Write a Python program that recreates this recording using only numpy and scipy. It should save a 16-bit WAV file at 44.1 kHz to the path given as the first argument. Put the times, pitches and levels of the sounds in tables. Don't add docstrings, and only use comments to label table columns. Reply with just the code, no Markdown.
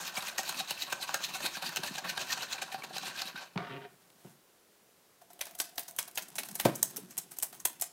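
import sys
import numpy as np
from scipy import signal
from scipy.fft import rfft, irfft
from scipy.io import wavfile
from scipy.ndimage import uniform_filter1d

SR = 44100
rng = np.random.default_rng(int(sys.argv[2]) if len(sys.argv) > 2 else 0)


def nominal_scale(level):
    x = np.asarray(level, float) / 20
    return 10 ** x


def wav_record(signal):
    frames = np.transpose(np.atleast_2d(signal))
    bounded = np.clip(frames, -1, 1)
    quanta = np.round(bounded * 32767).astype(np.int16)
    wavfile.write(sys.argv[1], SR, quanta)


N = 349272

# start_s (the slip), scrape_db, hollow_db (re scrape), rise_ms (per 10 dB)
SWEEPS = [(0.009, -44.5, -1.5, 25), (0.077, -41.5, -20, 38), (0.176, -37.5, -5, 18),
          (0.287, -41.5, -11, 57), (0.495, -38.5, -11, 33), (0.603, -35.5, -7.5, 26), (0.712, -37, -23, 23),
          (0.828, -38, -27, 34), (0.869, -63, -20, 16), (1.033, -39, -25, 22), (1.249, -36, -19, 22),
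          (1.292, -45.5, -3, 16), (1.355, -37.5, -4, 19), (1.465, -34, -4.5, 31), (1.555, -42.5, -19, 31),
          (1.67, -38, -12, 25), (1.876, -39, -15, 18), (1.957, -41.5, -13, 18), (2.101, -34.5, -19, 20),
          (2.221, -40, -2.5, 44), (2.33, -35, -7, 35), (2.432, -39, -4.5, 35), (2.531, -36, -13, 21),
          (2.967, -39, -12, 22), (3.082, -41, -4.5, 63), (3.198, -38.5, -6.5, 33), (3.281, -43, -8, 33),
          (3.426, -50, 2, 36)]
# start_s, scrape_db, hollow_db (re scrape), fall_ms (per 10 dB)
LANDINGS = [(0.226, -43.5, -2, 18), (0.382, -32.5, -4.5, 16.5), (0.545, -44, 1, 21), (0.646, -54, -13, 21),
            (0.902, -44.5, -31, 31), (0.927, -31.5, 0, 6.5), (1.075, -45, -6, 76), (1.093, -36.5, 3, 1),
            (1.143, -32, -0.5, 8), (1.206, -46, 6.5, 4), (1.405, -47.5, 0.5, 53), (1.571, -37, 1.5, 7),
            (1.624, -41.5, -5.5, 38), (1.727, -47, -18, 71), (1.771, -27.5, -7.5, 6), (1.835, -36, -3, 21),
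            (1.982, -36.5, -11, 11.5), (2.046, -41.5, 1.5, 24), (2.077, -47, -9, 11),
            (2.177, -33, -5.5, 3.5), (2.377, -44.5, -2, 18), (2.584, -43.5, -0.5, 17),
            (2.619, -35, -4.5, 15), (2.72, -42, -22, 27), (2.745, -43, 0.5, 6), (2.838, -40, 1, 11),
            (3.03, -42, -1.5, 9), (3.219, -34, -5, 6), (3.36, -45.5, -4, 11), (3.377, -46, -20, 30)]
# start_s, drag_db, rumble_db (of the worktop)
DRAG = [
    (0, -45.5, -65),
    (1.4, -51, -66),
    (1.9, -50, -63.5),
    (2.5, -50, -64.5),
    (3.0, -50.5, -61.5),
    (3.4, -53, -72),
    (3.5, -74, -73),
    (3.55, -59, -66),
]
# start_s, peak_db
SNAPS = [(0.1685, -27), (0.2234, -15), (0.432, -11.5), (0.4928, -4.5), (0.7078, -1.5), (0.9248, -11),
         (1.143, 0), (1.692, -11.5), (1.7604, -4), (1.7699, -17), (1.8342, -29), (2.3775, -21),
         (2.8379, -22), (2.982, -7), (3.2156, -26)]
# start_s, peak_db, pitch_hz
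FLECKS = [(0.1565, -22, 4850), (0.1685, -18, 2320), (0.2064, -24, 3830), (0.2234, -24.5, 4250),
          (0.3828, -19, 1856), (0.4534, -27, 4470), (0.4928, -21, 4220), (0.5427, -28, 2600),
          (0.6, -16, 3880), (0.6759, -29, 3860), (0.7078, -20, 2870), (0.7756, -27, 2660),
          (0.8205, -15.5, 3880), (0.8667, -27, 3780), (0.8994, -33, 2600), (0.9247, -18.5, 1543),
          (1.0254, -19, 3960), (1.0917, -27, 1484), (1.1428, -20, 1784), (1.2261, -29, 3940),
          (1.2387, -17, 4210), (1.3538, -30, 1486), (1.4025, -30, 1790), (1.5474, -28, 1590),
          (1.6222, -36, 2480), (1.6627, -20, 4670), (1.6901, -28, 1810), (1.7608, -22, 2980),
          (1.7691, -22, 2740), (1.8342, -21, 1565), (1.8761, -25, 1780), (1.9799, -24, 1630),
          (2.042, -25.5, 1820), (2.076, -27, 1814), (2.0943, -24.5, 1520), (2.176, -20, 1620),
          (2.2995, -22, 1830), (2.377, -28, 950), (2.4082, -26, 2960), (2.5082, -30, 2600),
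          (2.5257, -21.5, 4070), (2.579, -25.5, 2400), (2.6189, -24, 2460), (2.7173, -27.5, 3830),
          (2.7427, -33, 1460), (2.821, -26, 2300), (2.8379, -34, 974), (2.9557, -28, 3950),
          (2.9804, -24, 3990), (3.028, -30, 926), (3.1542, -28.5, 1610), (3.194, -22, 4400),
          (3.216, -18.5, 4980), (3.273, -26, 3900), (3.3573, -25, 1490), (3.359, -28.5, 3810),
          (3.375, -27.5, 1550)]
# start_s, peak_db
HOLLOW_HITS = [(0.079, -49), (0.178, -30), (0.225, -44), (0.392, -27), (0.494, -33.5), (0.605, -30),
               (0.711, -31.5), (0.835, -42), (0.924, -39), (0.999, -40), (1.094, -33.5), (1.142, -34),
               (1.354, -33), (1.57, -43), (1.624, -34), (1.764, -47), (1.835, -37), (1.982, -35.5),
               (2.041, -46), (2.093, -42), (2.176, -36), (2.371, -34.5), (2.545, -36.5), (2.624, -31.5),
               (2.722, -36), (2.744, -28), (2.785, -42), (2.838, -44), (2.907, -39), (2.963, -29),
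               (3.032, -36), (3.199, -44), (3.221, -36)]
# pitch_hz, width_hz, level_db
BOWL_BODY = [(612, 123, 1), (729, 54, 1.5), (974, 78, 3.5), (1098, 55, 5), (1549, 170, 6)]
BOWL_WALL = [(1810, 70, -1), (2400, 150, -1), (2700, 130, 1), (3050, 150, -3), (3750, 400, 1),
             (4350, 450, 0)]
WIRES = [(6400, 1200, 16.3), (8550, 1700, 10.4), (9300, 390, 5.2), (12300, 580, 5.6), (13400, 3100, 3.4)]

# start_s, metal_db, wall_db (re metal), fall_ms (per 10 dB)
CLACKS = [(5.412, -35.5, 0, 9.5), (5.602, -27.5, -3, 6.5), (5.781, -33, 2, 5.5), (5.964, -38, -18, 3),
          (5.988, -30.5, -5, 12), (6.176, -32.5, -0.9, 13.5), (6.357, -39, -10.5, 12),
          (6.385, -32, -1.2, 11.5), (6.434, -35.5, 0.5, 3), (6.556, -32.5, -11, 5), (6.6, -29.5, -3, 8),
          (6.654, -26, 1.8, 6.5), (6.757, -35, -32, 8), (6.829, -17, -22, 3), (6.969, -34.5, -17, 5.5),
          (7.18, -29, -28, 7), (7.387, -30, -19, 3), (7.427, -26.5, -16, 10), (7.654, -19, -15, 6),
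          (7.813, -27, -30, 3.5), (7.822, -26.5, -13.5, 6.5)]
# start_s, metal_db, fall_ms (per 10 dB)
CHATTER = [(5.333, -53.5, 5), (5.455, -40, 4.5), (5.511, -42, 1.5), (5.551, -44, 7), (5.59, -40, 15),
           (5.615, -35, 5), (5.642, -49, 16), (5.759, -48, 6.5), (5.794, -37.5, 12), (5.884, -41, 12),
           (5.911, -45, 1.5), (6.028, -38, 3), (6.079, -43.5, 7), (6.157, -44, 16), (6.224, -40, 11),
           (6.285, -46.5, 6), (6.303, -41, 0), (6.456, -47, 19), (6.488, -40, 9), (6.513, -40, 5),
           (6.905, -45, 10), (6.962, -40, 3), (7.11, -47, 12), (7.17, -38.5, 1.5), (7.185, -34.5, 6),
           (7.317, -47, 20), (7.416, -50, 4), (7.549, -53, 39), (7.602, -44, 10), (7.799, -40, 4),
           (5.424, -56, 3), (5.494, -50, 2), (5.654, -48, 3), (5.694, -52, 5), (5.776, -37, 1),
           (5.833, -49, 6), (6.113, -50, 3), (6.607, -35, 7), (6.613, -38, 4), (6.648, -39, 1),
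           (5.982, -45, -3), (6.547, -48, 6), (6.593, -43, 8), (6.977, -38.5, 4), (7.37, -50, 14),
           (7.669, -41, -2), (7.731, -50, 1), (7.834, -39, 0)]
# start_s, metal_db
PATS = [
    (5.216, -60.5),
    (5.304, -57.5),
    (5.393, -53.5),
    (5.469, -49.5),
    (5.515, -66),
    (5.885, -54),
    (6.078, -51.5),
    (7.528, -51.5),
]
# start_s, peak_db, pitch_hz
RIM_RINGS = [(5.4135, -24, 6050), (5.6001, -19, 7900), (5.783, -20, 12300), (5.9893, -21, 12500),
             (6.1755, -17.5, 6500), (6.383, -25, 6100), (6.553, -19.5, 12000), (6.5994, -23, 9900),
             (6.7545, -25.5, 6270), (6.8283, -9.5, 7850), (6.967, -25.5, 5940), (7.178, -13, 11500),
             (7.3865, -21, 12500), (7.4253, -15, 8250), (7.6011, -32.5, 6430), (7.6523, -7, 8600),
             (7.8118, -13, 11800), (7.8216, -21, 8450)]
# start_s, peak_db, pitch_hz
WALL_RINGS = [
    (5.4086, -28, 2550),
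    (5.6007, -16.5, 3000),
    (5.781, -29, 3900),
    (5.9864, -21.5, 3060),
    (6.175, -18, 3120),
    (6.3831, -22, 4050),
    (6.598, -25, 3150),
    (6.8295, -20.5, 3800),
]
# start_s, flour_db, handling_db
GRASP = [
    (3.9, -77, -72),
    (4.2, -71, -77),
    (4.31, -62.5, -67),
    (4.4, -100, -82),
]
# start_s, flour_db, handling_db
SHAKE = [
    (5.2, -83, -78),
    (5.5, -70.5, -75),
    (6.1, -70.5, -74.5),
    (6.3, -64.5, -63.5),
    (6.8, -57, -57.5),
    (7.05, -65.5, -59),
    (7.15, -64.5, -67.5),
    (7.92, -83, -70),
]
# start_s, level_db
MURMUR = [
    (5.3, -53),
    (5.6, -47),
    (6.6, -52),
]
# pitch_hz, width_hz, level_db
SIEVE_RIM = [(6350, 300, 1), (7900, 200, -1), (8450, 110, 6), (9170, 120, 1), (9700, 120, -1),
             (10700, 180, 1), (11780, 130, 1), (12950, 400, -3)]
SIEVE_WALL = [(1940, 100, -3), (2510, 160, -1), (3050, 250, 0), (4080, 400, -1)]
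SIEVE_BODY = [(690, 55, 6), (935, 90, -2), (1160, 90, -5), (1490, 80, -3)]

# start_s, level_db, bright_db
SLIDE = [
    (3.575, -34, -24),
    (3.64, -40.5, -11),
    (3.68, -42.5, -11.5),
    (3.72, -34.5, -15.5),
    (3.77, -34.5, -23),
    (3.8, -48, -14),
    (3.845, -44.5, -8),
    (3.88, -57, -26),
    (3.93, -76, -13),
]
# pitch_hz, level_db, start_s, end_s
HUM = [
    (163.6, -51, 3.58, 3.67),
    (408, -49, 3.68, 3.88),
    (700, -55, 3.61, 3.8),
    (760, -63, 3.8, 3.88),
    (924, -59, 3.6, 3.87),
    (1150, -54, 3.66, 3.8),
]
# pitch_hz, width_hz, level_db
RIM = [(153, 43, -2), (246, 27, -7), (405, 32, 2), (727, 33, 5.5), (936, 19, 2.5), (1180, 97, -0.5),
       (1440, 100, 8), (1790, 21, 2), (2300, 57, -1), (2426, 35, 4), (2810, 140, 0), (3060, 46, 3)]
# start_s, peak_db, pitch_hz, t60_s
LAID_DOWN = [
    (3.557, -34, 178, 0.095),
    (3.557, -38, 776, 0.088),
    (3.573, -36.5, 1120, 0.044),
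    (3.574, -41, 934, .06),
    (6.83, -41.5, 640, 0.056),
    (6.983, -40.5, 430, 0.075),
]
# start_s, peak_db, crack_db (re peak), ring_s
KNOCKS = [
    (3.56, -26.5, -3, 0.024),
    (3.576, -32, 18.5, 0.022),
    (3.596, -53, -14, 0.027),
    (4.102, -57, 17, 0.017),
    (4.248, -48, -2, 0.11),
    (4.270, -43, -11, 0.02),
    (6.653, -11, -13, 0.057),
    (6.692, -42, -17, 0.081),
]
# pitch_hz, level_db
KNOCK_MODES = [(130, -10.5), (153, -11), (200, -8.5), (232, -10.5), (300, -6), (356, -4.5), (410, -4),
               (480, -2.5), (565, 0), (650, 3), (715, 1.5), (800, -8), (930, -3), (1090, -9)]

# start_s, level_db
BUMPS = [(0.177, -44), (0.489, -56), (0.708, -37), (0.925, -46), (1.441, -39.5), (1.684, -44), (1.79, -38),
         (1.908, -37), (2.84, -42), (3.252, -47.5), (3.343, -43.5), (3.56, -33.5), (4.248, -40.5)]
# pitch_hz, width_hz, level_db
COUNTER = [(145, 63, -2.5), (191, 42.4, 2), (236, 24, -6), (363, 33, -1.5)]
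# pitch_hz, t60_s
KITCHEN = [(150, 0.38), (600, 0.27), (2500, 0.37), (8000, 0.23), (16000, 0.21)]
# pitch_hz, level_db (per Hz)
HUSH = [(30, -17), (80, -12), (105, -6), (150, -11), (400, 1), (1500, -7), (2400, -9.5), (16000, -12.5)]

BODY_HZ, WALL_HZ, METAL_HZ, TOP_HZ = 540, 1700, 5600, 18000
FIRM_DB, SLIP_MS, SLIP_MS_PER_DB, LAND_MS = -36, 11.9, 1.3, 3.2
SWEEP_HISS_DB, LAND_HISS_DB, HISS_PER_DB, TIRING_DB_PER_S = -1, -2.5, 0.1, 1.5
BOWL_RING_DB = 3.5
FLECK_DB, FLECK_CYCLES, BITE_MS = -10.5, 96, 3.03
HOLLOW_HZ, HOLLOW_T60_S, HOLLOW_DB = 768, 0.078, -3
POPS_PER_S, POP_CYCLES, POP_DB, POP_HZ = 350, 13.6, -11.5, (690, 5670)
GLIDE_HZ, GLIDE_RISE, GLIDE_S, GLIDE_WIDTH_HZ, GLIDE_DB = (2600, 4000), .2, 0.041, 220, -6
CLACK_MS, SHARP_RISE, CLACK_BODY_DB, BODY_FOLLOWS = 2.4, 0.33, -7, 0.62
CHATTER_RISE, CHATTER_WALL_DB, CHATTER_BODY_DB = 0.36, -11, -16
PAT_WALL_DB, PAT_BODY_DB, PAT_RISE_MS, PAT_FALL_MS = -4.5, -3.5, 2.6, 13
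PAT_NOTE_DB, NOTE_HZ = -7.5, (655, 745)
SIEVE_RING_DB, SIEVE_SHIFT_DB = -7, 3
RATTLE_DB, RATTLE_MS, RATTLE_WALL_DB, RATTLE_DELAY_S = -18, 17, -11.5, 0.0086
RATTLE_RING_DB = 6
RING_DB, RING_CYCLES, RIM_BITE_MS = -6, 81, 0.8
WALL_RING_CYCLES = 18
JUDDER_S, JUDDER_END_S, JUDDER_FADE_S = 3.692, 3.785, 0.013
JUDDER_HZ, JUDDER_WOBBLE, JUDDER_ARC, JUDDER_DB = 134.2, 0.017, .1, -27.5
GRIP_LUMPS_DB, HUSH_DB, MIC_HZ = 4, -65, 118


def rms_one(x):
    return x / np.sqrt(np.mean(x ** 2) + 1e-20)


def in_time(rows):
    s, *columns = np.transpose(rows)
    return [np.interp(np.arange(N) / SR, s, c, left=-300, right=-300) for c in columns]


def at_hz(points, hz):
    pitch_hz, value = np.transpose(points)
    return np.interp(np.log(hz + 1), np.log(pitch_hz), value)


def drift(rate):
    r = np.exp(-80 * np.pi * rate / SR)
    noise = rng.standard_normal(N // 40 + 2002)
    slow = signal.lfilter([1], [1, -2 * r, r * r], noise)[2000:]
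    return np.interp(np.arange(N) / 40, np.arange(len(slow)), rms_one(slow))


def band(x, low_hz, high_hz):
    edges = [low_hz, min(high_hz, .45 * SR)]
    return signal.sosfilt(signal.butter(2, edges, "band", fs=SR, output="sos"), x)


def grit(per_s, uneven_db):
    sizes = nominal_scale(uneven_db * np.minimum(rng.exponential(1, N), 5)) * rng.choice([-1, 1], N)
    return rms_one(sizes * (rng.random(N) < per_s / SR))


def body(force, modes, low_hz, high_hz, ring_db, shift_db=6):
    driven_at = np.flatnonzero(np.abs(force) > 1e-9)
    first, last = driven_at[0], driven_at[-1] + 1
    both = np.concatenate([force[first:last], np.zeros(6000), [1.], np.zeros(4000)]) + 1e-18

    def wander(depth_db, rate):
        return np.append(nominal_scale(depth_db * np.tanh(drift(rate)[first:last])), np.ones(10001))

    edges, out = np.geomspace(low_hz, high_hz, 4), 0
    for k in range(3):
        out = out + (-1) ** k * band(both * wander(4, 25), edges[k], edges[k + 1])
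    for hz, width, level_db in modes:
        r = np.exp(-np.pi * width / SR)
        polarity = -1 if edges[1] < hz < edges[2] else 1
        gain = polarity * nominal_scale(level_db + ring_db) * (1 - r * r) / 2
        poles = [1, -2 * r * np.cos(2 * np.pi * hz / SR), r * r]
        out += gain * signal.lfilter([1, 0, -1], poles, both * wander(shift_db, 16))
    click_gain = np.sqrt(np.sum(out[-4001:] ** 2))
    return np.concatenate([np.zeros(first), out[:-4001], np.zeros(N)])[:N] / click_gain


def pressure(contacts, order):
    out, around = np.zeros((3, N)), np.arange(-5000, 5000)
    t_ms = around * 1000 / SR
    for s, level_db, first_db, second_db, rise_ms, fall_ms in contacts:
        swell = np.abs(t_ms / max(rise_ms, .3)) ** order
        shape_db = -10 * np.where(t_ms < 0, swell, t_ms / max(fall_ms, .3))
        at = round(s * SR) + around
        inside = (at >= 0) & (at < N)
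        power = nominal_scale(2 * (level_db + shape_db[inside]))
        out[:, at[inside]] += power * nominal_scale([[0], [2 * first_db], [2 * second_db]])
    return np.sqrt(out)


def ping(hz, t60, bite):
    t = np.arange(3000) / SR
    rung = np.convolve(np.sin(2 * np.pi * hz * t) * nominal_scale(-60 * t / t60), bite)[:3000]
    return rung / np.abs(rung).max()


def strokes():
    def hiss(s, db):
        return HISS_PER_DB * (db - FIRM_DB) - TIRING_DB_PER_S * s

    sweeps = [(s, db, hollow, SWEEP_HISS_DB + hiss(s, db), rise, SLIP_MS + SLIP_MS_PER_DB * (FIRM_DB - db))
              for s, db, hollow, rise in SWEEPS]
    landings = [(s, db, hollow, LAND_HISS_DB + hiss(s, db), LAND_MS, fall)
                for s, db, hollow, fall in LANDINGS]
    return sweeps + landings


def whisk():
    wall, hollow, hiss = pressure(strokes(), order=1)
    drag = nominal_scale(in_time(DRAG)[0] + 3.24 * drift(34))
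    flutter = rms_one(np.gradient(uniform_filter1d(np.log(drag + 1e-9) * (drag > 1e-6), 200)))
    force = grit(per_s=7000, uneven_db=2.5) * nominal_scale(1.54 * np.tanh(flutter))
    snaps = np.zeros(N)
    snap_shape = nominal_scale([-23.0, -14.0, -23.5, -17]) * [1, -1, 1, 1]
    for s, level_db in SNAPS:
        snaps[round(s * SR) + np.array([0, 23, 61, 94])] = nominal_scale(level_db) * snap_shape
    on_body = force[::-1] * np.hypot(hollow, nominal_scale(-5.5) * drag) + nominal_scale(-2.5) * snaps
    on_wall = force * np.hypot(wall, nominal_scale(-9.5) * drag) + snaps
    on_wires = force * np.hypot(hiss, nominal_scale(-14.5) * drag) + nominal_scale(3.5) * snaps
    return (body(on_body, BOWL_BODY, BODY_HZ, WALL_HZ, ring_db=8.0)
            - body(on_wall, BOWL_WALL, WALL_HZ, METAL_HZ, ring_db=BOWL_RING_DB)
            + body(on_wires, WIRES, METAL_HZ, TOP_HZ, ring_db=-3.5))


def glides():
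    ends = np.array(SWEEPS)[:, 0]
    starts_hz = rng.uniform(*GLIDE_HZ, len(ends))
    knots = np.ravel(np.transpose([ends - GLIDE_S, ends + .005]))
    knots_hz = np.ravel(np.transpose([starts_hz, starts_hz * (1 + GLIDE_RISE)]))
    hz = np.interp(np.arange(N) / SR, knots, knots_hz)
    rough = rms_one(band(grit(per_s=1500, uneven_db=3.0), 19, GLIDE_WIDTH_HZ))
    press = pressure(strokes()[:len(ends)], order=1)[0]
    return nominal_scale(GLIDE_DB) * press * rough * np.sin(2 * np.pi * np.cumsum(hz) / SR)


def pops():
    force = grit(POPS_PER_S, uneven_db=2.5) * pressure(strokes(), order=1)[0] * nominal_scale(POP_DB)
    dealt, out = rng.integers(0, 18, N), 0
    for k, hz in enumerate(np.geomspace(*POP_HZ, 18)):
        r, w = nominal_scale(-60 * hz / POP_CYCLES / SR), 2 * np.pi * hz / SR
        poles = [1, -2 * r * np.cos(w), r * r]
        burst = signal.lfilter([0, np.sqrt(2 - 2 * r * r)], poles, force * (dealt == k) + 1e-18)
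        out = out + burst * np.sin(w)
    return out


def flecks():
    out, ms = np.zeros(N), np.arange(400) * 1000 / SR
    rows = [(s, db + FLECK_DB, hz, FLECK_CYCLES / hz, BITE_MS) for s, db, hz in FLECKS]
    rows += [(s, db + HOLLOW_DB, HOLLOW_HZ, HOLLOW_T60_S, BITE_MS) for s, db in HOLLOW_HITS]
    rows += [(s, db + RING_DB, hz, RING_CYCLES / hz, RIM_BITE_MS) for s, db, hz in RIM_RINGS]
    rows += [(s, db + RING_DB, hz, WALL_RING_CYCLES / hz, BITE_MS) for s, db, hz in WALL_RINGS]
    rows += [(*row, BITE_MS) for row in LAID_DOWN]
    for s, db, hz, t60, bite_ms in rows:
        bite = rng.standard_normal(400) ** 3 * nominal_scale(-10 * ms / bite_ms)
        out[round(s * SR):][:3000] += nominal_scale(db) * ping(hz, t60, bite)
    return out


def pats():
    return [(s, db, PAT_WALL_DB, PAT_BODY_DB, PAT_RISE_MS, PAT_FALL_MS) for s, db in PATS]


def taps():
    clacks = [(s, db, wall, CLACK_BODY_DB + BODY_FOLLOWS * wall, min(CLACK_MS, SHARP_RISE * fall), fall)
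              for s, db, wall, fall in CLACKS]
    chatter = [(s, db, CHATTER_WALL_DB, CHATTER_BODY_DB, CHATTER_RISE * ms, ms) for s, db, ms in CHATTER]
    return clacks + chatter + pats()


def sieve():
    metal, wall, hollow = pressure(taps(), order=1.5)
    flour_level = nominal_scale(in_time(GRASP + SHAKE)[0] + 3 * np.tanh(drift(25)))
    flour = flour_level * grit(per_s=5000, uneven_db=4.0)
    force = grit(per_s=7000, uneven_db=3.2)
    nudges = nominal_scale(PAT_NOTE_DB) * np.isin(np.arange(N), [round(s * SR) for s, _ in PATS])
    murmur = force[::-1] * nominal_scale(in_time(MURMUR)[0] + 8 * np.tanh(drift(20)))
    ring = dict(ring_db=SIEVE_RING_DB, shift_db=SIEVE_SHIFT_DB)
    tap_thud = nominal_scale(10.5) * band(force * hollow, 298, 660)
    hollow_note = band(force * nominal_scale(-27) * hollow + nudges + murmur, *NOTE_HZ)
    return (body(force * metal + flour, SIEVE_RIM, METAL_HZ, TOP_HZ, **ring)
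            - body(force * wall + nominal_scale(-4.5) * flour, SIEVE_WALL, WALL_HZ, METAL_HZ, **ring)
            + body(force * hollow + nominal_scale(-5.0) * flour, SIEVE_BODY, BODY_HZ, WALL_HZ, **ring)
            + tap_thud + hollow_note)


def rattle():
    rows = [(s + RATTLE_DELAY_S, db + RATTLE_DB, RATTLE_WALL_DB, 0, 4.0, RATTLE_MS) for s, db, *_ in CLACKS]
    metal, wall, _ = pressure(rows, order=1)
    force = grit(per_s=1500, uneven_db=5.0) * nominal_scale(1.8 * np.tanh(drift(90)))
    return (body(force * metal, SIEVE_RIM, METAL_HZ, TOP_HZ, RATTLE_RING_DB, SIEVE_SHIFT_DB)
            - body(force * wall, SIEVE_WALL, WALL_HZ + 800, METAL_HZ, ring_db=14.0))


def slide():
    level_db, bright_db = in_time(SLIDE)
    force, wobble = grit(per_s=2500, uneven_db=3.5), drift(33)
    force = force * nominal_scale(level_db + 2.1 * wobble)
    t = np.arange(N) / SR
    arc = np.sin(np.pi * np.clip((t - JUDDER_S) / (JUDDER_END_S + .04 - JUDDER_S), 0, 1))
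    slip_hz = JUDDER_HZ * (1 + JUDDER_WOBBLE * wobble + JUDDER_ARC * (arc - .7))
    slips = np.diff(np.floor(np.cumsum(slip_hz) / SR), prepend=0)
    caught = np.clip(np.minimum(t - JUDDER_S, JUDDER_END_S - t) / JUDDER_FADE_S, 0, 1)
    slips = slips * nominal_scale(JUDDER_DB) * caught
    low_rub = body(nominal_scale(-7) * force * (1 - .7 * caught), RIM[:6], 130, 1300, ring_db=15)
    high_rub = body(force * nominal_scale(bright_db) + slips, RIM[6:], 1300, 3800, ring_db=8)
    rub = band(band(low_rub + high_rub, 96, 6100), 60, 6300)
    return rub + nominal_scale(24.5) * band(slips, 92, 290)


def hum():
    t, out = np.arange(N) / SR, 0
    for hz, db, start, end in HUM:
        fade = np.clip(np.minimum(t - start, end - t) / 0.044, 0, 1)
        level = fade * nominal_scale(db + 5.8 * np.tanh(drift(21)))
        out = out + level * np.sin(2 * np.pi * np.cumsum(hz * (1 + 0.0116 * drift(10.5))) / SR)
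    return out


def knocks():
    out, t = np.zeros(N + 9000), np.arange(9000) / SR
    signs = (-1) ** np.maximum(np.arange(len(KNOCK_MODES)), 4)
    for s, level_db, crack_db, ring_s in KNOCKS:
        scatter, noise = rng.normal(0, 1.5, len(KNOCK_MODES)), rng.standard_normal(9000)
        rings = 0
        for (hz, db), v, sign in zip(KNOCK_MODES, scatter, signs):
            decay = nominal_scale(db + v - 60 * t / ring_s * (hz / 300) ** 0.78)
            rings = rings + decay * np.sin(2 * np.pi * hz * t) * sign
        crack = band(band(noise, 820, 4000), 450, 4400) * nominal_scale(crack_db - 5.5 - 60 * t / 0.017)
        settling = band(noise[::-1], 360, 1600) * nominal_scale(-7.0 - 60 * t / (2.8 * ring_s))
        settling = settling * (1 - np.exp(-t / 0.0035))
        out[round(s * SR):][:9000] += nominal_scale(level_db) * (rings / np.abs(rings).max() + crack + settling)
    return out[:N]


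def counter():
    leaning = pressure(strokes(), order=1)[1]
    beating = nominal_scale(in_time(DRAG)[1]) * (1 + nominal_scale(48.0) * leaning)
    handling = nominal_scale(in_time(GRASP + SHAKE)[-1] + GRIP_LUMPS_DB * np.tanh(drift(26)))
    force = rng.standard_normal(N) * (beating + handling)
    for s, level_db in BUMPS:
        force[round(s * SR)] += nominal_scale(level_db + 19.0)
    return body(force, COUNTER, 110, 420, ring_db=13)


def kitchen(x):
    t, tails = np.arange(SR // 2) / SR, 0
    for hz in 125 * 2. ** np.arange(8):
        octave = band(rng.standard_normal((3, len(t))), hz / 2 ** .5, hz * 2 ** .5)
        tails = tails + octave * nominal_scale(-60 * t / at_hz(KITCHEN, hz))
    tails = tails * np.clip((t - .001) / .005, 0, 1)
    shares = np.cos(np.pi * (np.arange(N) / SR / .57 + np.arange(3)[:, None] / 3)) ** 2
    return signal.fftconvolve(x * shares, tails, axes=1).sum(0)[:N]


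def hush():
    hz = np.arange(N // 2 + 1) * SR / N
    coloured = rfft(rng.standard_normal(N)) * nominal_scale(at_hz(HUSH, hz))
    return nominal_scale(HUSH_DB) * rms_one(irfft(coloured, N))


def scene():
    near = whisk() + sieve() + slide() + counter() + knocks() + pops() + rattle()
    rings = flecks() + hum()
    wet = kitchen(near + nominal_scale(-8) * rings)
    near = near + rings
    bass_cut = signal.butter(6, MIC_HZ, "high", fs=SR, output="sos")
    heard = signal.sosfilt(bass_cut, near + nominal_scale(-39 + 2.4 * np.tanh(drift(60))) * wet)
    shaking = uniform_filter1d(np.abs(near), 1500)
    shudder = nominal_scale(-8.5) * shaking * band(rng.standard_normal(N), 18, 130)
    return (heard + shudder + hush() + glides())[None]


def roll_off(x):
    return signal.sosfilt(signal.butter(12, 16990, fs=SR, output="sos"), x)


def record(dry):
    rounded = np.tanh(dry)
    shelved = signal.sosfilt(signal.cheby2(10, 24, 16150, fs=SR, output="sos"), rounded)
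    mix = signal.sosfilt(signal.cheby2(8, 50, 17250, fs=SR, output="sos"), shelved)
    return roll_off(mix)


dry = scene()
out = record(dry)
wav_record(out)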